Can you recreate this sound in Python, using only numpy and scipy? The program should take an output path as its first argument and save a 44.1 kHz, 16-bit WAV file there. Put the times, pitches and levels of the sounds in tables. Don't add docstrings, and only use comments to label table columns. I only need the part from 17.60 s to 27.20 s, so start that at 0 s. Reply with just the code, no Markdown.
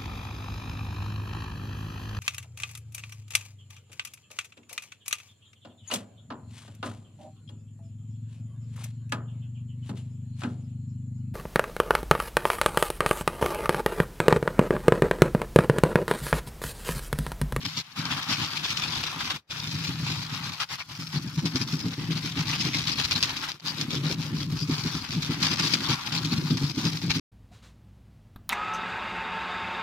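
import sys
import numpy as np
from scipy import signal
from scipy.fft import rfft, irfft
from scipy.io import wavfile
from scipy.ndimage import uniform_filter1d

SR = 44100
rng = np.random.default_rng(int(sys.argv[2]) if len(sys.argv) > 2 else 0)


def inscribe(sig):
    pcm = np.round(np.clip(np.atleast_2d(sig).T, -1, 1) * 32767)
    wavfile.write(sys.argv[1], SR, pcm.astype(np.int16))


N = 423360
TIME = np.arange(N) / SR

# (time [s], chatter [dB], grinding [dB], rumble [dB])
ROLLING = [(0.0, -45.5, -50, -48), (0.55, -45.5, -40, -51.5), (1.0, -37.5, -44, -46.5),
           (1.25, -39, -41.5, -44), (1.7, -41.5, -43, -48.5), (1.92, -42, -45.5, -49),
           (2.1, -38.5, -46.5, -38.5), (2.4, -43, -46, -33.5), (2.9, -45.5, -45, -56),
           (3.5, -49.5, -53.5, -45), (4.5, -47, -49, -39.5), (4.95, -43, -46.5, -39.5),
           (5.75, -41, -42.5, -48), (6.3, -54, -49.5, -42.5), (6.9, -50, -51.5, -39),
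           (7.3, -44, -48.5, -41.5), (7.65, -47, -48, -39.5), (8.05, -34.5, -42, -37.5),
           (8.25, -38, -40.5, -39), (8.4, -42, -40, -47.5), (8.55, -42, -42.5, -39),
           (8.9, -41, -48.5, -33.5), (9.6, -47, -49.5, -42.5)]
# (start [s], length [s], chatter [dB], grinding [dB])
SHOVES = [(0.048, 0.026, -30.5, -35.5), (0.152, 0.08, -31.5, -52), (0.369, 0.047, -35, -49),
          (0.43, 0.08, -44, -39), (0.495, 0.065, -33, -34), (0.562, 0.047, -38.5, -40),
          (0.675, 0.11, -30, -35.5), (0.765, 0.15, -35.5, -39), (0.952, 0.031, -35, -49),
          (1.043, 0.029, -32.5, -38.5), (1.095, 0.033, -32.5, -50), (1.209, 0.068, -34.5, -51),
          (1.282, 0.18, -37, -53), (1.596, 0.041, -36.5, -36), (1.691, 0.044, -33.5, -33.5),
          (2.4, 0.25, -38, -45.5), (2.73, 0.05, -38, -42), (2.814, 0.1, -38.5, -43.5),
          (2.915, 0.045, -41.5, -43.5), (2.992, 0.067, -32.5, -31.5), (3.082, 0.11, -39, -40),
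          (3.174, 0.074, -40.5, -41.5), (3.3, 0.06, -50, -58), (3.388, 0.075, -41.5, -48),
          (3.511, 0.11, -39, -41.5), (3.769, 0.055, -42, -42), (3.845, 0.055, -33, -42.5),
          (3.932, 0.085, -36.5, -41.5), (3.994, 0.06, -33.5, -40), (4.065, 0.056, -38, -47),
          (4.095, 0.095, -37.5, -47), (4.182, 0.047, -39, -56), (4.244, 0.037, -44, -46),
          (4.321, 0.045, -46, -46), (4.374, 0.11, -49, -45), (4.501, 0.053, -35.5, -47),
          (4.548, 0.064, -36, -43.5), (4.623, 0.11, -37, -45), (4.747, 0.12, -35.5, -38),
          (4.861, 0.077, -32.5, -39), (4.89, 0.11, -34.5, -37.5), (4.972, 0.096, -33.5, -45),
          (5.029, 0.091, -35, -38), (5.114, 0.14, -32.5, -43), (5.26, 0.075, -30, -42),
          (5.307, 0.047, -34.5, -53), (5.368, 0.079, -29.5, -36.5), (5.429, 0.046, -28, -47),
          (5.5, 0.056, -26, -52), (5.547, 0.063, -32.5, -39.5), (5.613, 0.064, -27.5, -54),
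          (5.684, 0.042, -35, -38.5), (5.747, 0.046, -38, -47), (5.813, 0.063, -37.5, -36.5),
          (5.87, 0.062, -37, -40), (6.041, 0.1, -32.5, -42), (6.15, 0.13, -36.5, -47),
          (6.287, 0.13, -34.5, -44), (6.417, 0.13, -35, -42.5), (6.488, 0.076, -33, -44),
          (6.561, 0.18, -40.5, -51), (6.729, 0.093, -42, -57), (6.774, 0.1, -37.5, -51),
          (6.9, 0.14, -50, -52), (6.948, 0.11, -37, -53), (7.088, 0.1, -35.5, -41.5),
          (7.139, 0.12, -39.5, -44), (7.229, 0.12, -38.5, -42), (7.304, 0.14, -38, -45),
          (7.42, 0.082, -43, -42), (7.501, 0.083, -37, -48), (7.596, 0.12, -37, -50),
          (7.689, 0.092, -37, -38.5), (7.806, 0.12, -29.5, -34), (7.897, 0.066, -29, -34),
          (7.977, 0.054, -30.5, -32.5), (8.016, 0.077, -32, -37), (8.118, 0.058, -29, -42),
          (8.271, 0.11, -29.5, -33), (8.457, 0.023, -32.5, -45), (8.51, 0.11, -32.5, -40.5),
          (8.64, 0.034, -32, -57), (8.7, 0.066, -34, -39.5), (8.855, 0.12, -36.5, -46),
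          (9.006, 0.11, -38, -46.5), (9.162, 0.087, -36.5, -42.5), (9.218, 0.11, -32, -39),
          (9.402, 0.077, -41, -50), (9.495, 0.039, -26.5, -34.5), (9.515, 0.11, -35, -45.0)]
# (start [s], length [s], level [dB])
BUMPS = [(0.024, 0.094, -33.5), (0.152, 0.079, -37.5), (0.365, 0.08, -33), (0.42, 0.094, -36),
         (0.465, 0.18, -35.5), (0.663, 0.13, -34), (0.769, 0.11, -32), (1.104, .06, -50),
         (1.185, 0.048, -40), (1.28, 0.054, -37), (1.368, 0.054, -37.5), (1.552, 0.065, -43),
         (2.066, 0.051, -36), (2.134, 0.059, -38), (2.274, 0.046, -33), (2.484, 0.085, -31),
         (2.557, 0.08, -33.5), (2.684, 0.14, -34.5), (2.777, 0.14, -38), (2.834, 0.15, -39.5),
         (3.097, 0.093, -48), (3.3, 0.083, -45), (3.387, 0.088, -37), (3.52, 0.12, -29.5),
         (3.629, 0.1, -33), (3.723, 0.054, -41), (3.816, 0.076, -28.5), (3.934, 0.063, -30),
         (3.997, 0.053, -30), (4.15, 0.08, -41), (4.223, 0.12, -32), (4.407, 0.089, -36), (4.466, 0.1, -30),
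         (4.635, 0.079, -38), (4.767, 0.04, -26.5), (4.836, 0.2, -35), (5.027, 0.091, -29.5),
         (5.114, 0.16, -33.5), (5.26, 0.092, -35.5), (5.387, 0.043, -31.5), (5.54, 0.08, -34.5),
         (5.61, 0.053, -40), (6.181, 0.11, -33), (6.277, 0.039, -30.5), (6.32, 0.065, -32),
         (6.4, 0.2, -32.5), (6.628, 0.15, -35.5), (6.71, 0.061, -31), (6.927, 0.055, -30.5),
         (7.109, 0.04, -30), (7.176, .04, -35), (7.229, 0.063, -29.5), (7.343, 0.046, -34),
         (7.518, 0.14, -33), (7.687, 0.055, -28.5), (7.801, 0.12, -32), (7.894, 0.057, -27.5),
         (7.991, 0.053, -30), (8.085, 0.17, -34), (8.296, 0.075, -28.5), (8.496, 0.17, -33),
         (8.637, 0.064, -35), (8.692, 0.18, -32), (8.898, 0.1, -29), (9.023, 0.04, -31), (9.08, 0.045, -39),
         (9.165, 0.06, -32), (9.222, 0.085, -28.5), (9.32, 0.06, -36), (9.452, 0.093, -28),
         (9.537, 0.11, -32)]
SHOVE_SKEW, BUMP_SKEW = 0.75, 0.66

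def hand():
    times, chatter_db, grind_db, rumble_db = np.transpose(ROLLING)
    starts, lengths, shove_chatter_db, shove_grind_db = np.transpose(SHOVES)
    spin = rolling(times, chatter_db, waver_db=3.0, waver_hz=31)
    scrape = rolling(times, grind_db, waver_db=1.8, waver_hz=24)
    load = rolling(times, rumble_db, waver_db=2.0, waver_hz=16)
    spin = np.hypot(spin, swells(starts, lengths, shove_chatter_db, SHOVE_SKEW))
    scrape = np.hypot(scrape, swells(starts, lengths, shove_grind_db, SHOVE_SKEW))
    load = np.hypot(load, gain_of(-1) * swells(*np.transpose(BUMPS), BUMP_SKEW))
    return spin, scrape, load

def rolling(times, levels_db, waver_db, waver_hz):
    return gain_of(np.interp(TIME, times, levels_db) + waver_db * wander(waver_hz) + halting_db())

def swells(starts, lengths, levels_db, skew):
    power = np.zeros((1, N))
    for start, length, db in zip(starts, lengths, levels_db):
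        progress = np.arange(0, length, 1 / SR) / length
        arch = np.sin(np.pi * progress ** skew) ** 2
        add(power, start, (gain_of(db) * arch[None]) ** 2)
    return np.sqrt(power[0])

# (start [s], end [s], level change [dB])
HALTS = [(0.205, 0.364, -12.5), (1.763, 1.909, -45), (3.042, 3.108, -11.5), (3.15, 3.289, -11),
         (3.895, 3.937, 1), (4.05, 4.063, -3), (4.338, 4.367, -4), (5.095, 5.13, -1), (5.22, 5.255, -2.5),
         (5.34, 5.35, -6), (5.898, 6.044, -9.5), (5.967, 6.023, -14), (6.857, 6.9, -4), (6.975, 7.005, -6),
         (7.055, 7.077, -2), (7.448, 7.491, -21), (8.355, 8.435, -2.5), (8.932, 8.97, -3),
         (9.114, 9.16, -7.5), (9.388, 9.415, -2.5), (9.464, 9.493, -6)]

def halting_db(brake_db_per_s=610, restart_db_per_s=1092):
    total_db = np.zeros(N)
    for start, end, drop_db in HALTS:
        slopes_db = np.maximum(brake_db_per_s * (start - TIME), restart_db_per_s * (TIME - end))
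        total_db += np.clip(slopes_db, drop_db, 0)
    return total_db

# (frequency [Hz], level [dB])
STEEL_TONE = [(200, -35.5), (650, -14), (1100, -5.5), (1800, -8.5), (2450, 1), (2900, -4.5), (3500, -1),
              (5000, 0), (5700, -2), (6800, -10.5), (8600, -22), (12000, -25.5), (15800, -38)]
# (time [s], spread of force [dB])
LOOSENESS = [(0, 3.4), (2.9, 3.4), (3.6, 6.2), (9.6, 6.2)]
# (time [s], cups [Hz], grinding [Hz])
RING_DRIFT = [(0, 4280, 2100), (.65, 3400, 1410), (.95, 3570, 1630), (1.75, 3300, 1460), (2.15, 3840, 1700),
              (2.9, 4020, 1650), (3.35, 5000, 1700), (4.2, 5130, 1580), (4.4, 3800, 1810),
              (5.2, 4170, 2210), (5.8, 4240, 1640), (6.249, 3830, 1820), (7.1, 4730, 1350),
              (7.7, 4000, 1750), (8.0, 4570, 1950), (8.4, 4000, 1330), (9.15, 4860, 1520),
              (9.6, 4160, 1960)]

def chatter(spin):
    [spread_db] = curves(LOOSENESS)
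    cup_hz, _ = curves(RING_DRIFT)
    hits = patter(cup_tick, per_s=2000, spread_db=spread_db, clump_db=1.5, clump_hz=52.6)
    steel = colour(stereo(hits), STEEL_TONE)
    steel += gain_of(2.0) * resonate(steel, cup_hz, width_hz=1900)
    return gain_of(-1.5) * spin * steadied(steel, 3490, 5430, size=1400)

def cup_tick():
    return contact(fade_s=0.0068, echo_db=-19, echo_s=0.06, ping_hz=rng.uniform(2200, 5500),
                   ping_db=-21, ping_s=0.018, rise_s=0.0003, size=3072)

# (frequency [Hz], level [dB])
GRIND_TONE = [(100, -11.5), (350, -20.5), (630, -10.5), (820, 0.5), (1170, 1.5), (1800, -6), (2450, -5),
              (3200, 0.5), (5000, -7.5), (8500, -20), (12000, -19), (15800, -40)]

def grind(scrape):
    _, grind_hz = curves(RING_DRIFT)
    scuffs = patter(surface_scuff, per_s=2600, spread_db=2.5, clump_db=3.0, clump_hz=59.4, balls=4)
    grit = colour(stereo(scuffs), GRIND_TONE)
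    grit += gain_of(8.5) * resonate(grit, grind_hz, width_hz=1060)
    return gain_of(0.49) * scrape * steadied(grit, 520, 2890, size=1400)

def surface_scuff():
    return contact(fade_s=0.0086, echo_db=-16.5, echo_s=0.11, ping_hz=rng.uniform(888.5, 3348),
                   ping_db=-24.5, ping_s=0.061, size=3072)

# (time [s], level [dB], pitch [Hz], change per bounce [dB])
CLACKS = [(0.0493, -32, 3550, 0), (0.454, -25, 3440, -10), (1.06, -20, 3300, -4), (1.169, -19, 3040, 1),
          (2.935, -24, 4240, -14), (3.0015, -17, 2880, -9), (3.8593, -34, 5000, -10),
          (3.9584, -20, 4150, 0), (4.0118, -26, 4500, -4), (5.0065, -23, 5200, 0), (5.0157, -22, 4550, -7),
          (5.1452, -16.5, 5000, -1.5), (5.2714, -23, 3760, 0), (5.3981, -14, 2880, -8),
          (5.4432, -23, 4130, -3), (5.511, -14, 5450, -4), (5.5587, -23, 4200, -4), (5.627, -7.5, 5100, -9),
          (5.636, -18, 4030, -11), (5.7678, -21, 4720, -15), (6.2112, -15.5, 3450, -4.5),
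          (6.3054, -20.5, 3470, -9), (6.512, -24, 4230, -18), (7.029, -24.5, 4680, -16),
          (7.0938, -28, 4790, -10), (7.5068, -22, 4600, -8), (7.6246, -21.5, 4000, 0.5),
          (7.8281, -9.5, 4150, -1.5), (7.841, -21, 4320, -17), (7.867, -14.5, 4650, -6),
          (7.995, -16, 5470, 1.5), (8.1358, -10, 4800, -2), (8.1405, -12.5, 5000, -14),
          (8.147, -24, 4900, -14), (8.524, -23, 4280, -5), (8.972, -25, 5570, -1), (9.097, -20, 4800, -6),
          (9.3711, -20.5, 4930, -5), (9.5021, -22, 4070, 2)]

def clacks(bounce_s=0.0021, hits=3):
    out = np.zeros((2, N))
    for start, db, hz, bounce_db in CLACKS:
        for bounce, gap in enumerate(bounce_s * rng.uniform(0.646, 1.4, hits)):
            hit = contact(fade_s=0.0085, echo_db=-9, echo_s=0.048, ping_hz=hz, ping_db=-9, ping_s=0.016)
            knock = colour(stereo(hit), STEEL_TONE)
            add(out, start, gain_of(db - 4.0 + bounce * bounce_db) * knock / abs(knock.mean(0)).max())
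            start += gap
    return out

# (time [s], peak level [dB])
SEAT_TICKS = [(0.051, -22), (0.454, -20.5), (3.09, -32), (3.856, -26), (3.958, -15.5), (5.17, -20),
              (5.272, -16), (5.281, -19), (5.51, -16), (5.56, -17), (5.769, -20), (5.918, -22),
              (5.9985, -37), (6.005, -37), (6.212, -22), (7.507, -27), (7.936, -22), (7.9585, -25),
              (8.524, -19), (8.971, -23), (9.373, -26), (9.417, -26)]
# (frequency [Hz], level [dB])
TICK_TONE = [(200, -13), (1000, -2), (2500, 0), (5000, 8), (7000, -11), (9000, -21), (12000, -22),
             (15800, -28)]

def seat_ticks():
    out = np.zeros((2, N))
    for start, db in SEAT_TICKS:
        hit = contact(fade_s=0.0092, echo_db=-14, echo_s=0.03, ping_hz=4800,
                      ping_db=-37, ping_s=0.008, rise_s=0.0001)
        tick = colour(stereo(hit), TICK_TONE)
        add(out, start, gain_of(db) * tick / abs(tick.mean(0)).max())
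    return out

# (time of the peak [s], pitch [Hz], level [dB])
BUZZES = [(1.231, 3488, -36), (1.335, 3316, -38), (3.21, 2325, -41), (3.57, 4330, -39.5),
          (3.869, 3600, -42), (4.203, 5038, -44), (4.232, 5124, -46), (4.885, 4866, -42),
          (4.941, 2600, -36), (5.012, 5100, -33.5), (5.074, 2860, -44), (5.146, 2180, -35),
          (5.326, 4840, -33), (5.564, 4100, -31), (6.098, 4823, -35.5), (6.365, 3380, -38),
          (6.824, 3280, -44), (7.03, 4900, -38), (7.213, 4608, -41), (8.26, 3574, -34.5),
          (8.301, 4306, -37), (8.583, 4220, -35), (8.722, 4306, -37), (8.911, 3600, -40),
          (9.279, 4850, -39), (9.509, 2370, -33.5)]

def buzzes(length_s=0.045, width_hz=420, size=4096):
    out, t = np.zeros((2, N)), np.arange(size) / SR
    arch = np.sin(np.pi * np.minimum(t / length_s, 1) ** SHOVE_SKEW) ** 2
    for peak_s, hz, db in BUZZES:
        pitch = np.full(size, hz)
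        noise = rng.standard_normal((2, size))
        note = resonate(resonate(noise, pitch, width_hz), pitch, width_hz)
        buzz = stereo(note) * arch
        buzz *= np.sqrt(np.mean(arch ** 2) / np.mean(buzz ** 2))
        add(out, peak_s - t[arch.argmax()], gain_of(db + 4.5) * buzz)
    return out

# (frequency [Hz], level [dB])
TABLE_TONE = [(10, -57), (25, -51), (50, -31), (80, -14), (110, -5), (135, -1), (160, 4), (184, -10),
              (220, -9), (280, -9), (350, -19.5), (420, -32.5), (520, -40), (800, -42), (2000, -103.5)]
# (time [s], boost [dB])
HARDNESS = [(0, -5.5), (.6, 0.5), (1.7, 5), (2.0, -7), (2.9, -6.5), (3.4, -5), (3.9, 1.5), (4.6, -0.5),
            (5.1, -1.5), (5.8, 13.5), (6.5, 6), (7.3, -2), (8.2, 6), (8.8, 2.5), (9.6, 4)]

def rumble(load, pushes_per_s=700):
    [hardness_db] = curves(HARDNESS)
    surge = load / abs(uniform_filter1d(load, size=SR // 2))
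    hardness = gain_of(hardness_db) * surge ** 0.12
    pushes = rng.standard_normal((2, N)) * (rng.random(N) < pushes_per_s / SR)
    pushes *= gain_of(1.35 * wander(35))
    shake = colour(stereo(pushes), TABLE_TONE)
    boom = signal.sosfiltfilt(signal.butter(3, 205, fs=SR, output="sos"), shake)
    shake = load * steadied(boom + (shake - boom) * hardness, 70, 330, size=1500)
    return gain_of(1.67) * signal.sosfilt(signal.butter(2, 70, "high", fs=SR, output="sos"), shake)

TABLE_NOTES = {"boom": [(.76, -9.5, 0.86), (1.03, 1, 1)], "knock": [(.82, -5.5, 0.7), (1, 0.5, 0.68),
               (1.2, -5.5, 0.59), (1.5, -14, .7), (1.8, -19, .45)]}
# (time [s], boom pitch [Hz], boom level [dB], knock pitch [Hz], knock level [dB], fade time [s])
THUMPS = [(0.029, 160, -29.5, 270, -37, 0.15), (0.372, 158.4, -28.5, 265, -39, 0.18),
          (2.135, 154, -29, 270, -39, 0.15), (2.285, 154, -29, 265, -34, 0.14),
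          (2.421, 141, -24.5, 270, -38, 0.12), (2.495, 155, -30, 271, -37.5, 0.13),
          (3.386, 151, -29, 263, -41, 0.14), (3.554, 146.3, -25, 266, -33, 0.21),
          (3.771, 151, -18, 270, -33, 0.09), (3.843, 156, -21.5, 270, -26.5, 0.22),
          (3.947, 132, -23, 261, -22.5, 0.12), (4.004, 144, -30, 266, -31, 0.11),
          (4.126, 159.3, -21, 252, -26, 0.18), (4.25, 162.3, -21.5, 273, -24, 0.16),
          (4.374, 145, -31, 310, -33, 0.12), (4.492, 152.6, -23, 281, -30.5, 0.2),
          (4.549, 152, -25, 236, -34, 0.098), (4.635, 142, -33, 285, -34, 0.15),
          (4.76, 152.6, -24, 272, -29.5, 0.2), (4.789, 154, -21.5, 274, -44, 0.14),
          (5.052, 142, -30, 296.6, -28, 0.21), (6.36, 142, -25, 287, -32, 0.37),
          (6.429, 152, -21, 272, -30, 0.17), (6.578, 149.5, -24, 256, -32, 0.14),
          (6.732, 147, -23, 263.4, -27.5, 0.2), (6.805, 141, -27, 275, -39, 0.12),
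          (6.865, 149, -26, 257, -36, 0.23), (6.917, 144, -22, 249, -31, 0.14),
          (7.011, 153, -23, 290, -36, 0.18), (7.085, 147.6, -26, 265, -20, 0.15),
          (7.115, 150, -28, 256, -34, 0.17), (7.246, 159, -24.5, 263, -26, 0.14),
          (7.343, 152, -29, 262, -30, 0.1), (7.561, 153.6, -22.5, 283, -36.5, 0.22),
          (7.69, 155, -24, 287, -26.5, 0.14), (7.8, 170, -30, 264, -30.5, 0.2),
          (8.034, 151, -29, 266, -29, 0.21), (8.284, 131, -24, 321, -29.5, 0.19),
          (8.639, 148, -25, 283, -33.5, 0.16), (8.718, 150, -24, 238, -26, 0.16),
          (8.775, 146, -24, 299, -35, 0.17), (8.837, 156, -23.5, 252, -34, 0.18),
          (8.897, 152, -17.5, 254, -21.5, 0.19), (8.94, 153.6, -18.5, 256, -29, 0.23),
          (9.012, 141, -25, 286, -26, 0.15), (9.035, 135, -22, 267, -35, 0.067),
          (9.168, 147, -28, 259, -22.5, 0.13), (9.25, 156, -21.5, 277, -25.5, 0.19),
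          (9.338, 153, -24, 287, -38, 0.11), (9.433, 166, -22, 292, -31.5, 0.11),
          (9.555, 148, -27, 269, -26, 0.14)]

def thumps(rise_s=0.0085, detune=0.022, size=8192):
    out, t = np.zeros((2, N)), np.arange(size) / SR
    for start, boom_hz, boom_db, knock_hz, knock_db, fade_s in THUMPS:
        for group, hz, db in [("boom", boom_hz, boom_db), ("knock", knock_hz, knock_db)]:
            multiple, note_db, share = np.transpose(TABLE_NOTES[group])[:, :, None]
            pitches = hz * multiple * (1 + detune * rng.standard_normal(multiple.shape))
            fades = gain_of(note_db - 60 * t / (fade_s * share))
            notes = fades * np.sin(2 * np.pi * (pitches * t + rng.random(multiple.shape)))
            ring = notes.sum(0) * (1 - np.exp(-(t / rise_s) ** 2))
            thump = stereo(np.array([ring, np.zeros(size)]))
            add(out, start, gain_of(db - 5.5) * thump / thump[:, :size // 6].std())
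    return out

# (frequency [Hz], level [dB])
DRAG_TONE = [(20, -49), (45, -12.5), (75, -1.2), (105, 0.5), (170, -5.5), (380, -11.5), (520, -26),
             (1000, -41), (2000, -80)]
# (frequency [Hz], level [dB])
HOLLOW_TONE = [(150, -42), (300, -4.5), (370, 0.5), (470, -3), (560, -3), (700, -15), (1500, -58.5)]
# (time [s], murmur boost [dB], hollow ring boost [dB])
SEATING = [(0, -6, -7), (.9, -2, -1), (1.4, 5.5, 3), (2.2, 1, 0.5), (3.3, -2, -7), (4.4, 1, 4),
           (5.1, 1, -6), (5.7, 8, 1.5), (6.2, -8, 5), (6.5, 2, 11), (7.0, 9, -8), (8.1, 0, 3.5),
           (8.7, -4, -3), (9.6, 5, 2)]

def drag(spin, load):
    murmur_db, hollow_db = curves(SEATING)
    murmur = colour(stereo(rng.standard_normal((2, N))), DRAG_TONE)
    murmur *= gain_of(murmur_db - 17.5) / murmur.std()
    hollow = colour(stereo(rng.standard_normal((2, N))), HOLLOW_TONE) * gain_of(4.1 * wander(45))
    hollow *= gain_of(hollow_db - 26.0) / hollow.std()
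    return spin ** 0.55 * load ** 0.28 * (murmur + hollow)

# (frequency [Hz], level [dB])
HISS_TONE = [(1000, -36), (6000, -1.5), (9000, -12.0), (12500, -8.0), (15800, -16.0)]

def sliding_hiss(spin, flicker_db=2.0, specks_per_s=400, speck_db=7.0):
    onsets = rng.random(N) < specks_per_s / SR
    specks = uniform_filter1d(onsets.astype(float), size=16) > 1e-6
    grain = rng.standard_normal((2, N)) * gain_of(speck_db * specks)
    hiss = colour(stereo(grain), HISS_TONE)
    swell = spin ** 0.46 * gain_of(0.4 * halting_db() + flicker_db * wander(70))
    return gain_of(-32.5) * swell * hiss / hiss.std()

# (frequency [Hz], level [dB])
ROOM_TONE = [(25, -25), (110, -11), (250, -19), (600, -19), (2000, -24), (6000, -54), (15800, -57)]

def room_hush():
    air = colour(stereo(rng.standard_normal((2, N))), ROOM_TONE)
    return gain_of(-75) * air / air.std()

def contact(fade_s, echo_db, echo_s, ping_hz, ping_db, ping_s, rise_s=0.00051, size=4096):
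    t = np.arange(size) / SR
    burst, echo = rng.standard_normal((2, 2, size))
    ring = burst * gain_of(-60 * t / fade_s) + echo * gain_of(echo_db - 60 * t / echo_s)
    ping = np.sin(2 * np.pi * (ping_hz * t + rng.random((2, 1))))
    ring += gain_of(ping_db - 60 * t / ping_s) * ping
    ring *= 1 - np.exp(-t / rise_s)
    return ring / np.sqrt(np.sum(ring ** 2, axis=1, keepdims=True))

def patter(new_contact, per_s, spread_db, clump_db, clump_hz, balls=3, size=4096):
    force = gain_of(spread_db * np.clip(rng.standard_normal(N), -3, 2.2) + clump_db * wander(clump_hz))
    force *= (rng.random(N) < per_s / SR) * rng.choice([-1, 1], N)
    per_ball = force * (rng.integers(0, balls, N) == np.arange(balls)[:, None])
    out, handover = np.zeros((2, N)), signal.windows.cosine(size)
    for start in range(0, N, size // 2):
        hits = per_ball[:, None, start:start + size]
        rings = np.array([new_contact() for _ in range(balls)])
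        add(out, start / SR, signal.fftconvolve(hits * handover[:hits.shape[2]], rings, axes=2).sum(0))
    return out

# (frequency [Hz], left minus right [dB])
BALANCE = [(40, 2), (90, 2), (200, 2), (300, -1.5), (480, -1.5), (750, 6.5), (1300, 2.5), (3000, 3),
           (4400, 7), (5600, 4), (7000, -3.5), (8400, -16), (12000, -6.5), (15800, -5)]
# (frequency [Hz], likeness [0 to 1])
LIKENESS = [(40, 0.75), (150, 1), (370, 0.87), (620, 0.52), (920, 0.86), (1500, 0.42), (2200, 0),
            (5000, 0.01), (7000, 0.0073)]

def stereo(pair):
    hz = np.fft.rfftfreq(pair.shape[1], 1 / SR)
    first, second = rfft(pair)
    alike = np.clip(look_up(LIKENESS, hz), -1, 1)
    lean = gain_of(look_up(BALANCE, hz))
    shared = np.sqrt((1 + alike) / 2) * first
    spread = np.sqrt((1 - alike) / 2) * second
    sides = np.array([lean * (shared + spread), shared - spread])
    return irfft(sides / np.sqrt(1 + lean ** 2 + 2 * alike * lean), pair.shape[1])

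def colour(x, tone, size=8192):
    log_gain = np.log(gain_of(look_up(tone, abs(np.fft.fftfreq(size, 1 / SR)))))
    ring = np.fft.ifft(np.exp(np.conj(signal.hilbert(log_gain)))).real[:size // 2]
    return signal.oaconvolve(x, ring[None], axes=1)[:, :x.shape[1]]

def resonate(x, hz, width_hz):
    turn = np.exp(2j * np.pi * np.cumsum(hz) / SR)
    decay = np.exp(-np.pi * width_hz / SR)
    return 2 * (turn * signal.lfilter([1 - decay], [1, -decay], x / turn + 1e-18)).real

def steadied(x, low_hz, high_hz, size):
    band = signal.sosfilt(signal.butter(3, [low_hz, high_hz], "band", fs=SR, output="sos"), x.mean(0))
    power = uniform_filter1d(uniform_filter1d(band ** 2, size), size // 2)
    return x / np.sqrt(abs(power) + 1e-20)

def wander(rate_hz):
    hz = np.fft.rfftfreq(N, 1 / SR)
    wobble = irfft(rfft(rng.standard_normal(N)) / (1 + (hz / rate_hz) ** 2), N)
    return wobble / wobble.std()

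def curves(table):
    times, *columns = np.transpose(table)
    return [np.interp(TIME, times, column) for column in columns]

def look_up(table, hz):
    frequencies, values = np.transpose(table)
    return np.interp(np.log(hz + 1), np.log(frequencies + 1), values)

def gain_of(db):
    return 10 ** (np.asarray(db) / 20)

def add(mix, start_s, sound):
    part = mix[:, max(round(start_s * SR), 0):][:, :sound.shape[1]]
    part += sound[:, :part.shape[1]]

def scene():
    spin, scrape, load = hand()
    balls = chatter(spin) + grind(scrape) + sliding_hiss(spin) + clacks() + buzzes() + seat_ticks()
    return balls + rumble(load) + drag(spin, load) + thumps() + room_hush()

def record(dry, top_hz=15850):
    eased = dry * signal.windows.tukey(N, .001)
    treble_cut = signal.firwin(511, top_hz, window=("kaiser", 9), fs=SR)
    return signal.oaconvolve(eased, treble_cut[None], "same")

dry = scene()
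out = record(dry)
inscribe(out)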